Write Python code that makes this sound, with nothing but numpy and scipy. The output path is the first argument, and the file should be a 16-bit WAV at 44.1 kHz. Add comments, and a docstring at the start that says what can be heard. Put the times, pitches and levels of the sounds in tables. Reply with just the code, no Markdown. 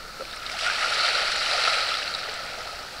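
"""A small wave on a shore

A wave washes in, swells and drains away: four ranges of hiss, each mixed with a cloud of ringing bubbles.
Knocks, plops and droplets stand out as damped rings with a splat of noise; glugs are gliding sines.
Shaped noise behind them is the distant sea, a faint wind rumble and microphone hiss.
The microphone's housing gives the wave, knocks, plops and droplets a nasal colour."""
import sys
import numpy as np
from scipy.fft import rfft, irfft, next_fast_len
from scipy.io import wavfile
from scipy.ndimage import map_coordinates

SR = 44100
rng = np.random.default_rng(int(sys.argv[2]) if len(sys.argv) > 2 else 0)


def unload_wav(signal):
    """Save mono or channel-first audio to the path in sys.argv[1] as 16-bit WAV at rate SR, clipped to [-1, 1]."""
    wavfile.write(
        sys.argv[1],
        SR,
        np.round(np.clip(np.atleast_2d(signal).T, -1, 1) * 32767).astype(np.int16),
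    )


N = 132300  # samples, 3 s


def wave():
    """Four ranges of one wash; a fast surge moves the upper three together, deepest in full flow."""
    low = gurgle()
    upper = splash() + fizz() + foam()
    full_db, calm_db = 0.74, 0.6  # surge depth at the height of the flow and towards silence
    flow_db = curve(SPLASH_LEVEL)
    depth_db = calm_db + (full_db - calm_db) * amp(flow_db - flow_db.max())
    return low + amp(depth_db * wobble(110)) * upper


# middle range of the wash, rms before the surge: start_s, level_db
SPLASH_LEVEL = [(0, -47), (.14, -54.5), (.42, -41.5), (.57, -35), (.66, -26.5), (.8, -28.5), (1.06, -24.5),
                (1.42, -28.5), (1.66, -24), (1.9, -29.5), (2.15, -35), (2.63, -40), (3, -45.5)]
# tone of the middle range: freq_hz, gain_db (relative)
SPLASH_BAND = [(500, -29), (900, -11.5), (1250, -0.5), (2000, -2), (2900, -1), (4000, -5), (7000, -63)]


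def splash():
    """Smaller bubbles ring higher and splash through the middle range."""
    grains = bubbles(1117, 3380, cycles=20.7, spread_db=1.5, count=3000, size=1200)
    return water(SPLASH_LEVEL, SPLASH_BAND, grains, hiss_db=8.0, flutter_db=-0.27, rate=28)


# splashing treble, rms before the surge: start_s, level_db
FIZZ_LEVEL = [(0, -59), (.3, -43), (.41, -47), (.52, -37), (.578, -38.5), (.588, -31), (.8, -32.5),
              (.95, -29), (1.3, -32.5), (1.68, -29), (1.87, -33.5), (2.2, -40.5), (3, -45.5)]
# tone of the treble: freq_hz, gain_db (relative)
FIZZ_TONE = [(1500, -44), (2600, 1), (3600, -3), (4400, -2), (5700, 5.5), (8000, -0.5), (10200, 1),
             (12000, -5), (16000, -57)]


def fizz():
    """Spray fizzes: tiny bubbles ring briefly over a wide treble range."""
    grains = bubbles(2880, 11650, cycles=24, spread_db=3.0, count=3500, size=600)
    return water(FIZZ_LEVEL, FIZZ_TONE, grains, hiss_db=6.0, flutter_db=0.2, rate=80)


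# low range of the wash, rms before the trim in gurgle(): start_s, level_db
GURGLE_LEVEL = [(0, -60), (.44, -51), (.59, -50.5), (.66, -36.5), (1.15, -32.5), (1.42, -37.5),
                (1.58, -30.5), (2.05, -41.5), (2.6, -42.5), (3, -46.5)]
# tone of the low range: freq_hz, gain_db (relative)
GURGLE_TONE = [(150, -31), (330, -7.5), (550, -1), (850, 3), (1200, -8.5), (2000, -44.5)]


def gurgle():
    """Big bubbles ring low and gurgle."""
    grains = bubbles(376, 1000, cycles=15.0, spread_db=0.7, count=1500, size=2000)
    trim = amp(-1.7)
    return trim * water(GURGLE_LEVEL, GURGLE_TONE, grains, hiss_db=8.5, flutter_db=0.1, rate=14)


# foam sparkling behind each crest, rms before the surge: start_s, level_db
FOAM_LEVEL = [(.7, -57), (.86, -43), (.97, -30.5), (1.16, -29), (1.28, -35), (1.5, -32), (1.79, -31),
              (1.92, -35), (3, -56)]
# tone of the foam: freq_hz, gain_db (relative)
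FOAM_TONE = [(2800, -24.5), (3900, 1.5), (4800, -0.5), (6200, -24)]


def foam():
    """Foam sparkles: bubbles of a narrow pitch range stand out above their hiss."""
    grains = bubbles(3510, 5120, cycles=30, spread_db=-1.0, count=2400, size=700)
    return water(FOAM_LEVEL, FOAM_TONE, grains, hiss_db=-2, flutter_db=-1.0, rate=16)


# nasal colour of the microphone's housing: freq_hz, gain_db
HOUSING_TONE = [(200, -17.5), (400, -11), (600, 2), (780, -1.5), (1020, -6.5), (1150, -4.5), (1290, 3.5),
                (1410, 4.5), (1560, -3), (2050, 1), (3400, -2), (4100, 4), (4550, 4.5), (5100, -0.5),
                (5800, -7), (6250, -14.5), (7350, -11.5), (7900, -8), (8700, -14), (10200, -14),
                (11300, -25.5), (15800, -36)]


def water(level, band, grains, hiss_db, flutter_db, rate):
    """Bubbles on a bed of hiss, in one range; the fuller the flow, the more they merge into the hiss."""
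    merge = 0.27  # dB by which bubbles sink into the hiss for each dB the level grows
    level_db = curve(level)
    below_peak_db = np.minimum(level_db.max() - level_db, 14)
    share = amp(merge * below_peak_db - hiss_db)  # bubbles over hiss
    mix = (share * grains + rng.standard_normal(N)) / np.sqrt(1 + share ** 2)
    mix = mix * amp(flutter_db * wobble(rate))
    return amp(level_db) * unit(colour(mix, band, HOUSING_TONE))


def bubbles(lo_hz, hi_hz, cycles, spread_db, count, size):
    """A cloud of short rising rings; a positive spread makes most faint, a negative one most loud."""
    when, pitch, strength, life = rng.random((count, 4)).T[:, :, None]
    hz = lo_hz * (hi_hz / lo_hz) ** pitch
    turns = hz * np.arange(size) / SR
    age = np.minimum(turns / (cycles * (.5 + life)), 1)  # 1 when the ring has died
    gain = amp(-spread_db * np.log(np.maximum(strength, .025)))
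    tone = np.sin(2 * np.pi * turns * (1 + .1 * age))
    rings = gain * tone * amp(-60 * age) * (age < 1)
    places = (when * N).astype(int) + np.arange(size)
    return unit(np.bincount(places.ravel(), rings.ravel())[:N])


def slops():
    """The knocks, plops, droplets and glugs near the microphone."""
    return knocks() + plops() + droplets() + glugs()


# hollow knocks of slopping water: start_s, peak_db, pitch_hz, t60_s
KNOCK_HITS = [(0.197, -29.5, 437, 0.037), (.207, -28, 514, 0.039), (.220, -25.5, 490, 0.022),
              (1.522, -27, 574, 0.043), (1.544, -25, 713, 0.095), (1.677, -22, 688, 0.039),
              (2.283, -31, 425, 0.08)]


def knocks():
    """Low, hollow rings with a softened attack."""
    return placed([(start_s, pocket(db, hz, t60, attack=0.0022, splat_db=-4.0))
                   for start_s, db, hz, t60 in KNOCK_HITS])


# plops of larger bubbles: start_s, peak_db, pitch_hz
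PLOP_HITS = [(0.206, -27, 1285), (.333, -28.5, 1640), (0.663, -14, 1403), (0.681, -17, 1410),
             (.699, -14, 1550), (1.674, -11.5, 1277), (1.692, -18, 1305), (1.917, -18, 1310),
             (1.950, -22, 1330)]


def plops():
    """Larger bubbles ring in the middle range and die within 30 ms."""
    return placed([(start_s, pocket(db, hz, t60=0.03, attack=0.0015, splat_db=-3.5))
                   for start_s, db, hz in PLOP_HITS])


# single droplets: start_s, peak_db, pitch_hz
DROPLET_HITS = [(.252, -27.5, 2270), (0.31, -28, 3600), (0.329, -27, 3660), (.361, -32, 8600),
                (.430, -33, 8100), (.463, -22.5, 4300), (0.465, -23, 3620), (0.497, -22.5, 2150),
                (0.526, -27, 4950), (0.61, -19, 3580), (1.318, -13, 5800), (1.36, -21, 6900),
                (1.461, -12.5, 2900), (1.512, -15, 3800), (1.639, -14, 4180), (1.651, -13, 2600),
                (1.892, -17, 3240), (1.941, -15.5, 3430), (1.97, -18, 3940), (2.028, -17, 2800),
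                (2.139, -18, 3920), (2.149, -13.5, 3690), (2.339, -29, 7750)]


def droplets():
    """Single droplets: a crisp attack, a strong splat and a short ring."""
    return placed([(start_s, pocket(db, hz, t60=0.018, attack=0.00031, splat_db=-1))
                   for start_s, db, hz in DROPLET_HITS])


def pocket(peak_db, hz, t60, attack, splat_db):
    """One air pocket: a brief splat of noise around its pitch and a damped, rising ring."""
    t = np.arange(SR // 10) / SR
    turns = hz * t * (1 + 0.067 * np.minimum(t / t60, 1))
    ring = np.sin(2 * np.pi * turns) * amp(-60 * t / t60)
    splat_tone = [(hz / 2, -8), (hz, 0), (hz * 6, -20)]
    noise = unit(colour(rng.standard_normal(len(t)), splat_tone))
    splat = amp(splat_db - 60 * t / 0.017) * noise  # 60 dB down in 17 ms
    onset = 1 - np.exp(-t / attack)
    sound = colour((ring + splat) * onset, HOUSING_TONE)
    return amp(peak_db) * sound / np.abs(sound).max()


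# air rising ahead of the wave, pitch before its unsteadiness: start_s, peak_db, first_pitch_hz, last_pitch_hz
GLUG_NOTES = [(.493, -40, 619, 650), (.528, -34.5, 732, 777), (.613, -35, 578, 730)]


def glugs():
    """Large bubbles rise in turn, each with its own gliding note."""
    return placed([(start_s, glug(db, first_hz, last_hz))
                   for start_s, db, first_hz, last_hz in GLUG_NOTES])


def glug(peak_db, first_hz, last_hz):
    """A large bubble whose unsteady note swells, fades and rises in pitch as it nears the surface."""
    u = np.linspace(0, 1, int(.044 * SR))  # 44 ms long
    hz = first_hz + (last_hz - first_hz) * u + 70 * wobble(218)[:len(u)]
    return amp(peak_db) * np.sin(np.pi * u) * np.sin(2 * np.pi * np.cumsum(hz) / SR)


# tone of the steady background: freq_hz, gain_db (relative)
SEA_TONE = [(36, -1.5), (70, -8.5), (260, -13), (600, -9), (1100, -13.5), (1330, -0.5), (1600, -9.5),
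            (3200, -18), (4400, -10), (6300, -22), (15800, -33)]


def sea():
    """Distant water, wind rumble and microphone hiss as one steady shaped noise."""
    level_db = -40.5  # rms
    return amp(level_db) * unit(colour(rng.standard_normal(N), SEA_TONE))


def amp(db):
    """Decibels to gain."""
    return 10 ** (np.asarray(db) / 20)


def unit(x):
    """Scale to rms 1."""
    return x / np.sqrt(np.mean(x ** 2) + 1e-20)


def curve(rows):
    """Straight lines between the (time, value) rows, one value per sample."""
    return np.interp(np.arange(N) / SR, *np.transpose(rows))


def wobble(rate):
    """A smooth random curve, rate knots a second."""
    return map_coordinates(rng.standard_normal(2000), [np.arange(N) * rate / SR], mode="wrap")


def placed(sounds):
    """Lay (start_s, sound) pairs on one track."""
    out = np.zeros(N + SR)
    for start_s, sound in sounds:
        out[round(start_s * SR):][:len(sound)] += sound
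    return out[:N]


def colour(x, *spectra):
    """Causal minimum-phase filter whose gain in dB is the sum of the (Hz, dB) tables."""
    m = 2 * next_fast_len(len(x))
    log_hz = np.log(np.fft.rfftfreq(m, 1 / SR) + 1)
    db = 0
    for table in spectra:
        hz, gain_db = np.transpose(table)
        db = db + np.interp(log_hz, np.log(hz), gain_db)
    # folding the cepstrum forward in time keeps the filter from sounding early
    cepstrum = irfft(np.log(amp(db)))
    cepstrum[1:m // 2] *= 2
    cepstrum[m // 2 + 1:] = 0
    return irfft(rfft(x, m) * np.exp(rfft(cepstrum)))[:len(x)]


def scene():
    """The wave and its slops over the distant sea."""
    return (wave() + slops() + sea())[None]


def record(dry):
    """Nothing is kept above the band limit."""
    top_hz = 15750
    m = next_fast_len(N + SR // 2)
    kept = np.fft.rfftfreq(m, 1 / SR) < top_hz
    return irfft(rfft(dry, m) * kept, m)[..., :N]


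dry = scene()
out = record(dry)
unload_wav(out)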